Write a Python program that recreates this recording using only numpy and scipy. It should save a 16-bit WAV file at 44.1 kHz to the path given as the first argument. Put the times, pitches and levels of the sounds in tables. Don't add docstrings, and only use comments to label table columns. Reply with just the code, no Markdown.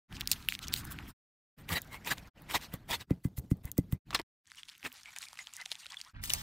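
import sys
import numpy as np
from scipy import signal
from scipy.fft import rfft, irfft, next_fast_len
from scipy.io import wavfile
from scipy.ndimage import uniform_filter1d

SR = 44100
rng = np.random.default_rng(int(sys.argv[2]) if len(sys.argv) > 2 else 0)


def pcm_store(signal):
    levels = np.round(np.clip(np.atleast_2d(signal), -1, 1) * 32767)
    wavfile.write(sys.argv[1], SR, levels.astype(np.int16).T)


def ratio_of_db(decibels):
    return 10 ** (np.asarray(decibels, float) / 20)


N = 283122

# start t/s, end t/s, fade t/s
SHOTS = [
    (0.079, 1.137, 0.041),
    (1.563, 2.303, 0.023),
    (2.333, 3.068, 0.045),
    (3.057, 3.997, 0.049),
    (4.045, 4.239, 0.032),
    (4.433, 6.138, 0.041),
    (6.129, 6.6, 0.02),
]
# rumble level/dB, hiss over murmur level/dB, share of the stir from hands (0-1)
BEDS = [(-48, -11.5, 1), (-53.5, -10.5, 0.2), (-54, -12, 0), (-59.5, 3.5, 1), (-51.5, -4.5, .8),
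        (-75.5, -1, 0), (-48, -36, .3)]
# t/s, level/dB
STIR = [(.12, -53.5), (.58, -62.5), (.7, -52.5), (1.1, -55), (1.62, -64), (2.2, -60.5), (2.69, -61),
        (2.83, -68.5), (3.09, -76), (3.2, -93), (3.88, -80.5), (3.96, -72), (4.1, -71.5), (4.76, -70),
        (4.93, -65.5), (5.65, -62.5), (6.1, -66.5), (6.2, -61.5)]

# t/s, body peak level/dB, f/Hz, bright edge peak level/dB
SHELL_SNAPS = [(.1263, -33, 3160, -38), (.2096, -18, 3850, -16), (.2143, -20.5, 3300, -47.5),
               (.2744, -14, 5000, -9), (.3158, -9, 4700, -11), (.332, -17.5, 4500, -33),
               (.4261, -38, 4270, -41.5), (.4871, -10, 2800, -6.5), (.5232, -18.5, 2200, -26.5),
               (.5513, -20.5, 3600, -32.5), (.591, -26.5, 3650, -29), (.683, -21.5, 5600, -28),
               (.735, -22, 4780, -17), (.739, -9.5, 3900, -8), (.7631, -24, 4200, -27),
               (.8515, -38.5, 1470, -23), (.922, -37.5, 3340, -23.5), (.988, -25.5, 2440, -47)]
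# t/s, body peak level/dB, f/Hz, bright edge peak level/dB
KNIFE_SNAPS = [(1.6914, -24.5, 2720, -26), (1.7275, -23, 3870, -17), (1.8186, -28.5, 7600, -18.5),
               (2.0479, -33, 5600, -52), (2.1822, -27, 3660, -55), (2.4207, -65, 1790, -37),
               (2.7395, -33, 700, -19.5), (3.1082, -37, 1014, -38), (3.3819, -49, 2190, -26),
               (3.3871, -37.5, 7300, -22.5), (3.5159, -48, 1026, -28), (3.6547, -37.5, 6670, -23),
               (3.7164, -30, 7060, -15.5), (3.7801, -22, 7700, -8), (3.9248, -34, 1092, -21)]
# t/s, body peak level/dB, f/Hz, bright edge peak level/dB
GRAIN_SNAPS = [(6.2392, -26, 4780, -23), (6.2976, -19.5, 7800, -31), (6.303, -17.5, 3900, -35),
               (6.3358, -17, 6000, -10)]
# t/s, body peak level/dB, f/Hz, edge peak level/dB
SHELL_TICKS = [(0.1298, -46.0, 1120.0, -52.0), (0.1572, -44.0, 1250.0, -53.0),
               (0.168, -34.0, 2970.0, -56.0), (0.2575, -41.0, 4130.0, -52.0),
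               (0.2778, -41.0, 4820.0, -47.0), (0.2988, -39.0, 5470.0, -41.0),
               (0.3066, -35.0, 4780.0, -36.0), (0.3195, -25.0, 4440.0, -16.0),
               (0.3269, -24.0, 4260.0, -29.0), (0.4904, -35.0, 3400.0, -40.0),
               (0.5405, -31.0, 3570.0, -50.0), (0.6754, -33.0, 3920.0, -48.0),
               (0.6858, -48.0, 2540.0, -45.0), (0.699, -47.0, 3270.0, -47.0),
               (0.8514, -42.0, 1590.0, -29.0), (0.9125, -41.0, 1210.0, -34.0),
               (0.9219, -43.0, 6200.0, -27.0), (1.0274, -50.0, 2450.0, -52.0),
               (1.0592, -48.0, 2200.0, -50.0), (1.0805, -53.0, 1850.0, -42.0)]
BOARD_TICKS = [(1.8747, -51, 4500, -49), (1.847, -52, 6800, -48), (2.0571, -48, 2070, -35),
               (2.2741, -51, 5500, -51), (2.6135, -41, 5000, -45), (2.9964, -50, 1890, -48),
               (3.2469, -44, 2020, -38), (3.2852, -66, 3230, -53), (3.3956, -51, 7110, -32),
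               (3.5701, -65, 5040, -49), (4.1104, -40, 6000, -42), (4.1366, -36, 5000, -40),
               (4.1475, -14, 4600, -28), (4.1983, -34, 5400, -45), (6.2585, -36, 3500, -36)]
BOWL_TICKS = [(4.5018, -51.0, 2020.0, -73.0), (4.5105, -45.0, 3880.0, -51.0), (4.548, -46.0, 2200.0, -72.0),
              (4.5569, -50.0, 7320.0, -42.0), (4.6497, -57.0, 3490.0, -53.0),
              (4.6539, -47.0, 5680.0, -63.0), (4.6859, -39.0, 3190.0, -60.0), (4.698, -37.0, 4090.0, -58.0),
              (4.7518, -44.0, 2930.0, -61.0), (4.7653, -58.0, 3880.0, -50.0),
              (4.7797, -52.0, 2800.0, -38.0), (4.7987, -56.0, 1720.0, -52.0),
              (4.9414, -47.0, 4260.0, -42.0), (4.9611, -50.0, 2970.0, -46.0),
              (5.0108, -48.0, 5430.0, -46.0), (5.0333, -41.0, 4870.0, -57.0),
              (5.1061, -46.0, 2150.0, -42.0), (5.1312, -45.0, 1120.0, -64.0),
              (5.2548, -40.0, 4310.0, -43.0), (5.3301, -43.0, 1160.0, -41.0), (5.339, -56.0, 7240.0, -42.0),
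              (5.3734, -38.0, 2710.0, -51.0), (5.382, -47.0, 4870.0, -46.0), (5.461, -48.0, 2580.0, -50.0),
              (5.4644, -53.0, 7490.0, -45.0), (5.5846, -48.0, 6290.0, -46.0),
              (5.6195, -44.0, 1940.0, -38.0), (5.6561, -33.0, 5210.0, -57.0),
              (5.7048, -45.0, 3700.0, -52.0), (5.7218, -28.0, 3400.0, -49.0),
              (5.7261, -32.0, 4130.0, -40.0), (5.7468, -42.0, 2670.0, -46.0),
              (5.8562, -46.0, 4780.0, -47.0), (5.9209, -33.0, 5000.0, -53.0), (5.963, -54.0, 3400.0, -46.0),
              (6.0026, -36.0, 3010.0, -52.0), (6.0141, -27.0, 4440.0, -42.0),
              (6.0486, -42.0, 5470.0, -52.0)]
TICK_DB, TICK_EDGE_DB = 2.5, 4

# t/s, peak level/dB, f/Hz
LUMP_FILMS = [(4.1066, -28, 1200), (4.1289, -35, 1214), (4.1488, -14, 2300), (4.1533, -19.5, 3700),
              (4.191, -24, 2040), (4.198, -26, 1010), (4.2152, -32, 5150)]
EGG_FILMS = [(4.5176, -33.5, 1870), (4.6326, -31.5, 3280), (4.691, -34.5, 3120), (4.8294, -32, 2580),
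             (4.8508, -27, 2090), (4.9187, -38, 2890), (4.9273, -35.5, 7550)]
OIL_FILMS = [(5.0577, -34, 2150), (5.1633, -28, 2460), (5.163, -33.5, 7550), (5.186, -27, 6800),
             (5.2198, -34, 7500), (5.2277, -29, 2600), (5.2853, -34, 4400), (5.331, -34.5, 900),
             (5.356, -39, 800), (5.3898, -29, 2040), (5.4708, -28, 3290), (5.5372, -31.5, 6970),
             (5.5666, -30, 6830), (5.614, -27, 4800), (5.6595, -24, 3720), (5.717, -16.5, 3880),
             (5.7543, -30, 3660), (5.8589, -33.5, 2640), (5.8656, -30, 3800), (5.9436, -32.5, 1970)]
THIN_HZ = 6200
THICK_EDGE_DB, THIN_EDGE_DB = -27.5, 7
GLUG_MS, GLUG_HZ, GLUG_DB = 11, 761, -30.5

# t/s, level/dB, contact t/ms
FLESH_CHOPS = [(1.714, -29, 3), (1.725, -27, 3.06), (1.737, -29, 3), (2.476, -42, 4), (2.913, -25, 5),
               (3.401, -30, 4.5), (2.742, -33.5, 1.72)]
# t/s, level/dB, contact t/ms, suck level/dB, brightness (0-1)
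PASTE_CHOPS = [(3.1139, -19.5, 1.13, -53.5, 0.042), (3.256, -20, 1.94, -58, 0.54),
               (3.385, -20.5, 4, -65, 1), (3.52, -16.5, 1.76, -66, 0.73), (3.653, -23.5, 4.4, -64, 0.46),
               (3.7905, -19, 1.05, -59, 0.69), (3.932, -17.5, 2.66, -61, 0.67)]
# f/Hz, width f/Hz, level/dB
BOARD_MODES = [(80, 37, 0), (136.6, 45, 7.5), (180, 24, 5.5), (268, 57, 7.5), (474, 85, -2),
               (1080, 190, -7), (2000, 86, -4.5)]
# f/Hz, width f/Hz, level/dB
BLADE = (2040, 45, 13)
RING_DB, RING_T60_S = -39, .075
SUCK_MS, SUCK_LEAD_S = 29, 0.0037

# centre t/s, length t/ms, level/dB, brightness (0-1)
PEEL = [(.158, 40, -52, 0), (.3178, 6, -20.5, .72), (.675, 12, -48, 0), (.873, 14, -52, .5),
        (.208, 24, -48, .3), (.304, 39, -47.5, 0.6), (.323, 9.1, -32, 0.69), (.33, 20, -35.5, 0.24),
        (.502, 34, -42, 0.2), (.541, 31, -42.5, 0.2), (.636, 37, -45, 0), (.732, 20, -43, 0),
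        (.776, 71, -41, 0.47), (.85, 15, -50, 0.9), (.92, 34, -48, 0.86), (1.1, 51, -57, 1)]
SQUASH = [(1.598, 49, -61, 0), (1.705, 36, -39, 0.31), (1.731, 36.2, -34, 0.57), (1.768, 39.6, -37.5, 0.62),
          (1.943, 54.5, -49, 0.3), (2.082, 52.4, -41, 0.82), (2.118, 29.8, -34, 1), (2.184, 30, -55, 0.6),
          (2.518, 47.5, -42.5, 0.78), (2.556, 35, -33, 0.85), (2.637, 57, -51, 1), (2.743, 40.5, -49.5, .2),
          (2.917, 49.4, -37, 0.75), (2.943, 38.7, -37.5, 1), (3.014, 34.5, -52.5, 1), (3.68, 45, -57, .1)]
PLOP = [(4.114, 20, -47.5, 0.45), (4.136, 15.2, -41, 0.13), (4.153, 16.8, -31, 0.99), (4.17, 31, -49, 0.92),
        (4.201, 17.4, -37, 0)]
DRIBBLE = [(4.59, 48, -51, 0.49), (4.692, 25, -53, 0.55), (4.722, 22, -52.5, .3), (4.86, 39.2, -38, 0.3),
           (4.968, 70, -54, 0.52), (5.078, 57, -62, 0), (5.172, 31, -51, 0.4), (5.234, 54, -48, 0.66),
           (5.399, 35, -49.5, 0.47), (5.558, 39, -53, 0.8), (5.607, 31, -50, 0), (5.72, 30, -48, 0.8),
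           (5.801, 30, -53.5, 1), (5.93, 41, -50, 0.059), (5.906, 14, -50, .8), (5.995, 40, -54, .6),
           (5.83, 30, -55, .4), (5.43, 30, -56, .6), (6.068, 58, -61.5, 0.17)]
SPRINKLE = [(6.251, 42, -49, 0.86), (6.306, 22, -41, 0.1), (6.35, 36.7, -45, .3), (6.39, 71.5, -50, 0.33),
            (6.285, 30, -52, .5), (6.325, 25, -48, .5), (6.2395, 5, -43, .8), (6.338, 6, -34, .8)]
# hollow, smack and fizz level/dB
SHELL_WET, FLESH_WET = [(-29.5, 1, -13), (-14.5, -12.5, 2)], [(0, -20.5, -5.5), (0, 0.5, -5)]
PASTE_WET, LUMP_WET = [(0, -36, -8.5), (0, 4, 17.5)], [(0, -22, -21), (0, 2.5, -17)]
DRIP_WET, GRAIN_WET = [(2, -13.5, -17.5), (-14, 0, -4.5)], [(-2.5, 0, -5.5), (-11, 0, 5.5)]
SEEP_S, SEEP_DB, SEEP_FIZZ_DB = 0.05, -26, -19

# centre t/s, length t/ms, f/Hz, level/dB
POCKETS = [(1.77, 37.5, 1895, -35.5), (1.768, 34, 3910, -38.5), (1.768, 24, 4590, -41),
           (1.947, 75, 2150, -51.5), (2.118, 24, 1700, -32), (3.675, 50, 2030, -64),
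           (5.084, 35, 2300, -53.5), (5.171, 24, 1596, -56), (2.546, 9, 1000, -30), (2.557, 22, 1900, -31),
           (2.556, 18, 1100, -34), (2.558, 12, 3750, -35), (2.915, 14, 3400, -37), (2.944, 22, 3700, -36),
           (2.937, 20, 950, -38), (3.015, 25, 3800, -54), (2.075, 30, 950, -45), (2.082, 25, 2500, -43),
           (4.587, 22, 2900, -53), (4.857, 24, 2500, -41), (4.862, 20, 1800, -45), (5.276, 22, 2380, -54),
           (5.42, 30, 6800, -56), (5.595, 20, 1550, -52), (5.603, 14, 2030, -43), (5.41, 25, 2030, -56),
           (5.622, 14, 2020, -45), (5.838, 20, 2800, -54), (5.58, 20, 2030, -54), (6.07, 18, 1020, -57),
           (6.092, 40, 1306, -61.5), (0.64, 77, 1294, -55.5)]
# t/s, t60 t/ms, f/Hz, level/dB
BUBBLES = [(4.868, 160, 230, -50), (2.74, 30, 520, -36), (4.198, 45, 330, -33), (4.1288, 14, 1200, -30),
           (4.1525, 16, 1700, -22), (4.157, 16, 4000, -21), (5.058, 22, 2150, -38), (5.163, 25, 2500, -38),
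           (5.214, 15, 4050, -36), (5.39, 34, 2040, -30), (5.538, 18, 2800, -43), (5.608, 14, 3000, -42),
           (5.858, 25, 1430, -41), (5.9035, 22, 3300, -38), (5.9697, 22, 3420, -29), (6.074, 12, 3480, -46),
           (6.3005, 20, 2900, -26)]
BUBBLE_RISE = 3

# f/Hz, density level/dB
FLESH = [(260, -34), (450, -9.5), (1000, -5.5), (1500, -10.5), (1940, -5), (2220, -8.5), (3770, -5.5),
         (5660, -9.5), (9590, -8), (11500, -14.5), (14000, -2), (15800, -11), (16500, -34.5)]
RUMBLE = [(15, -36), (25, -1.5), (70, 1.5), (162, -1), (313, -9.5), (470, -23), (680, -57), (1140, -120)]
AIR = [(320, -47), (550, -11), (742, -4.5), (1580, -1), (4780, -17.5), (8950, -23.5), (11700, -21),
       (14100, -19), (15800, -26.5), (16500, -47)]
TRICKLE = (4.45, 6.11)
# f/Hz, level/dB
BOWL_TONE = [(450, -11), (620, -7), (950, -3), (9000, 3.5), (15000, -9.5)]
WIDE_FROM = 6.14
# f/Hz, level/dB
WIDTH = [(40, -8), (300, -20), (650, 8.5), (2000, 0), (10000, 1), (15000, -5.5)]


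def unit(x):
    return x / np.sqrt(np.mean(x ** 2) + 1e-20)


def along(points, hz):
    f, v = np.transpose(points)
    return np.interp(np.log(hz + 1), np.log(f + 1), v)


def filtered(x, response):
    m = next_fast_len(N + SR // 4, True)
    return irfft(rfft(x, m) * response(np.fft.rfftfreq(m, 1 / SR)), m)[..., :N]


def band(x, spectrum, lo_hz, hi_hz):
    def response(f):
        edges = 1 / np.sqrt((1 + (lo_hz / (f + 1)) ** 8) * (1 + (f / hi_hz) ** 8))
        return ratio_of_db(along(spectrum, f)) * edges
    return unit(filtered(x, response))


def resonance(f, hz, width, db):
    return ratio_of_db(db) * 1j * f * width / (hz * hz - f * f + 1j * f * width)


def wander(length):
    return unit(uniform_filter1d(rng.standard_normal(N), size=length))


def snaps(table):
    out, t = np.zeros((2, N + 900)), np.arange(800) / SR
    jf = 1j * np.fft.rfftfreq(2 * len(t), 1 / SR)
    burst = ratio_of_db(-60 * t / 0.002) + 0.048 * ratio_of_db(-60 * t / 0.025)
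    flick = ratio_of_db(-60 * t / 0.003) + .06 * ratio_of_db(-60 * t / 0.032)
    steep = lambda x: 1 / ((1 + x) * (1 + x + x * x))
    for s, db, hz, edge_db in table:
        hiss = rng.standard_normal((2, len(t)))
        cycles = 10 * ratio_of_db(rng.normal(0, 2.5))
        pocket = np.sin(2 * np.pi * hz * t) * ratio_of_db(-60 * t * max(hz, 2900) / cycles)
        crack = 0.61 * max(3000 / hz, 1) * hiss[0] * burst
        size = steep(0.53 * hz / (jf + 1)) * steep(jf / np.clip(2.0 * hz, 6000, 9500))
        body = irfft(size * rfft(pocket + crack, 2 * len(t)))[:len(t)]
        edge = np.diff(hiss[1], prepend=0) * flick
        first = round(s * SR)
        out[0, first:][:len(t)] += ratio_of_db(db) * body / abs(body).max()
        out[1, first:][:len(t)] += ratio_of_db(edge_db) * edge / abs(edge).max()
    return out[0, :N] + filtered(out[1, :N], lambda f: f ** 4 / (f ** 4 + 8000 ** 4))


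def faint_ticks(start, end, top_db, low_hz, count):
    u = rng.random((count, 4))
    when = start + (end - start) * u[:, 0]
    edge_db = top_db - 4 - 22 * u[:, 3]
    return np.c_[when, top_db - 16 * u[:, 1], low_hz * 5 ** u[:, 2], edge_db]


def films():
    return [(s, db, hz, db + (THIN_EDGE_DB if hz > THIN_HZ else THICK_EDGE_DB))
            for s, db, hz in LUMP_FILMS + EGG_FILMS + OIL_FILMS]


def chops():
    push, shudder = np.zeros(N), np.zeros(N)
    t, after = np.arange(-300, 300) / SR, np.arange(SR // 6) / SR
    for s, db, ms, *_ in FLESH_CHOPS + PASTE_CHOPS:
        hit = round(s * SR)
        push[hit - 300:][:len(t)] += ratio_of_db(db + 6.5) / ms * np.exp(-(t / ms * 1500) ** 2)
        push[hit] += ratio_of_db(db + 8.5)
        decay = ratio_of_db(db - 23.5 - 60 * after / 0.28)
        shudder[hit:][:len(after)] += decay * (1 - np.exp(-after / .008))
    wood = lambda f: sum(resonance(f, *mode) for mode in BOARD_MODES)
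    spread = lambda f: np.exp(2j * np.pi * (f * .0073 - 0.0081 * 310 * np.arctan(f / 310)))
    lumps = ratio_of_db(3.4 * wander(700))
    table_tone = [(80, 6.5), (200, 2), (400, -11.5), (900, -23.0), (2500, -48.0)]  # f/Hz, level/dB
    tail = shudder * lumps * band(rng.standard_normal(N), table_tone, 60, 3000)
    return filtered(push, lambda f: wood(f) * spread(f)) + tail


def wet(grain_db, patchy_db, frames):
    uneven = unit(uniform_filter1d(rng.exponential(size=N) ** 2 - 2, size=24))
    sizes = ratio_of_db(grain_db * uneven.clip(-2, 4))
    z = signal.stft(sizes * rng.standard_normal(N), nperseg=256)[2]
    field = uniform_filter1d(rng.standard_normal(z.shape), size=3, axis=0)
    field = uniform_filter1d(field, size=frames, axis=1)
    return signal.istft(z * ratio_of_db(patchy_db * unit(field)), nperseg=256)[1][:N]


def squeezes():
    sucks = [(s - SUCK_LEAD_S, SUCK_MS, db, bright) for s, _, _, db, bright in PASTE_CHOPS]
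    foods = [(PEEL, SHELL_WET), (SQUASH, FLESH_WET), (sucks, PASTE_WET),
             (PLOP, LUMP_WET), (DRIBBLE, DRIP_WET), (SPRINKLE, GRAIN_WET)]
    return [(s, ms, *(db + (1 - b) * np.array(dull) + b * np.array(bright)))
            for rows, (dull, bright) in foods for s, ms, db, b in rows]


def squelch():
    power = np.zeros((3, N))
    for s, ms, *db in squeezes():
        k = np.arange(int((s - ms / 800) * SR), min(int((s + ms / 600) * SR), N))
        skew = np.clip(.9 - ms / 45, 0, .7)
        lag = (k / SR - s) / (ms / 2200) + skew
        swell = np.exp(-abs(lag / np.where(lag < 0, 1 - skew, 1 + skew)) ** 2.25)
        power[:, k] += np.outer(ratio_of_db(db) ** 2, swell ** 2)
    grains = wet(grain_db=2.5, patchy_db=3.5, frames=7)
    parts = [band(grains, FLESH, lo, hi) for lo, hi in [(650, 2480), (2600, 6280), (7500, 15600)]]
    low = band(rng.standard_normal(N), [(60, -1), (180, -3.5), (600, -4.5)], 50, 530)
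    load = ratio_of_db(-7.5) * np.sqrt(power[0]) * low
    return load, np.sum(np.sqrt(power) * parts, axis=0), power


def glugs():
    return [(s + 0.00298, GLUG_MS, GLUG_HZ * ratio_of_db(rng.normal()), GLUG_DB + db)
            for s, db, hz in OIL_FILMS if hz < THIN_HZ]


def pockets():
    out = np.zeros(N)
    for s, ms, hz, db in POCKETS + glugs():
        t = np.arange(int(ms / 650 * SR)) / SR
        flutter = uniform_filter1d(rng.standard_normal((2, len(t))), size=110, axis=1)
        tone = (unit(flutter[0]) + 1.07) * np.cos(2 * np.pi * hz * t)
        tone = tone + unit(flutter[1]) * np.sin(2 * np.pi * hz * t)
        out[round(s * SR) - len(t) // 2:][:len(t)] += ratio_of_db(db) * np.hanning(len(t)) ** 0.91 * tone
    return out


def bubbles():
    out, t = np.zeros(N + SR // 8), np.arange(SR // 8) / SR
    rising = [(*row, BUBBLE_RISE) for row in BUBBLES]
    rings = [(s - .006, 1000 * RING_T60_S, BLADE[0], db + RING_DB, 0) for s, db, *_ in PASTE_CHOPS]
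    for s, ms, hz, db, rise in rising + rings:
        tone = np.sin(2 * np.pi * hz * (t + rise * t * t / 2))
        out[round(s * SR):][:len(t)] += ratio_of_db(db - 60000 * t / ms) * (1 - np.exp(-t / .0005)) * tone
    return out[:N]


def background(squeezed):
    rows, t, level = np.array(STIR), np.arange(N) / SR, np.zeros((3, N))
    for (start, end, _), (rumble_db, hiss_db, hands) in zip(SHOTS, BEDS):
        s, db = rows[(rows[:, 0] > start) & (rows[:, 0] < end)].T
        now = (t >= start) & (t < end)
        stir = np.interp(t[now], s, db)
        shake = hands * (stir - stir.mean())
        level[:, now] = ratio_of_db([rumble_db + shake, stir, stir + hiss_db - .5 * shake])
    keep = np.exp(-1 / (SEEP_S * SR))
    seep = signal.lfilter([1 - keep], [1, -keep], squeezed)
    level[1] = np.sqrt(level[1] ** 2 + ratio_of_db(SEEP_DB) ** 2 * (seep[0] + seep[1]))
    level[2] = np.sqrt(level[2] ** 2 + ratio_of_db(SEEP_FIZZ_DB) ** 2 * seep[2])
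    rumble = level[0] * band(rng.standard_normal(N), RUMBLE, 15, 600)
    board = (t > 1.5) & (t < 3.06)
    rumble = rumble + ratio_of_db(-5) * board * level[1] * band(rng.standard_normal(N), FLESH, 400, 690)
    damp = wet(grain_db=1.0, patchy_db=3.5, frames=6)
    murmur = level[1] * band(damp, AIR, 480, 4500)
    hiss = level[2] * band(damp, AIR, 4000, 17000)
    return rumble, murmur + hiss


def scene():
    t = np.arange(N) / SR
    cuts = sum(np.clip((t - a) / fade, 0, 1) ** 2 * np.clip((b - t) / fade, 0, 1) ** 2
               for a, b, fade in SHOTS)
    trickling = (t > TRICKLE[0]) & (t < TRICKLE[1])
    load, smack, squeezed = squelch()
    rumble, murmur = background(squeezed)

    knife = (t > 3.06) & (t < 4)
    blade = filtered(smack * knife, lambda f: resonance(f, *BLADE))
    shell = filtered(snaps(SHELL_SNAPS), lambda f: f ** 6 / (f ** 6 + 950 ** 6))
    faint = np.r_[faint_ticks(.1, 1.1, top_db=-45, low_hz=2200, count=24),
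                  faint_ticks(*TRICKLE, top_db=-46, low_hz=1800, count=140)]
    small = np.r_[SHELL_TICKS, BOARD_TICKS, BOWL_TICKS] + [0, TICK_DB, 0, TICK_EDGE_DB]
    fits = ratio_of_db(0.93 * wander(600))
    sputter = ratio_of_db(3.5 * wander(220) * trickling)
    moist = murmur * fits * sputter + smack + pockets() + shell
    moist = moist + snaps([*faint, *KNIFE_SNAPS, *films(), *GRAIN_SNAPS])
    moist = moist + snaps(small) + bubbles()

    yolk = abs(t - 4.87) < .07
    in_bowl = trickling & ~yolk
    oil = filtered(moist, lambda f: ratio_of_db(along(BOWL_TONE, f)))
    egg = filtered(oil, lambda f: f ** 4 / (f ** 4 + 750 ** 4))
    moist = np.where(in_bowl, np.where(t < 4.82, egg, oil), moist)
    load = load * ~in_bowl * (t > 1.5) * ratio_of_db(1.7 * yolk)
    deep = filtered(rumble, lambda f: 1.8 / (1 + (f / 150) ** 2))
    rumble = np.where(t > WIDE_FROM, deep, rumble)

    mid = cuts * (rumble + load + moist + blade + chops())
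    wide = mid * np.clip((t - WIDE_FROM) / .01, 0, 1)
    side = filtered(wide, lambda f: ratio_of_db(along(WIDTH, f)) * np.exp(1j * (2.2 + 2 * np.pi * f * .0002)))
    return np.array([mid + side, mid - side])


def top_cut(x):
    return signal.sosfilt(signal.butter(12, 16970, fs=SR, output="sos"), x)


def record(dry):
    roll_off = [(15700, -1.5), (16200, -27.5), (16900, -19.5), (17100, -95)]  # f/Hz, level/dB
    mix = filtered(dry, lambda f: ratio_of_db(along(roll_off, f)))
    return top_cut(mix)


dry = scene()
out = record(dry)
pcm_store(out)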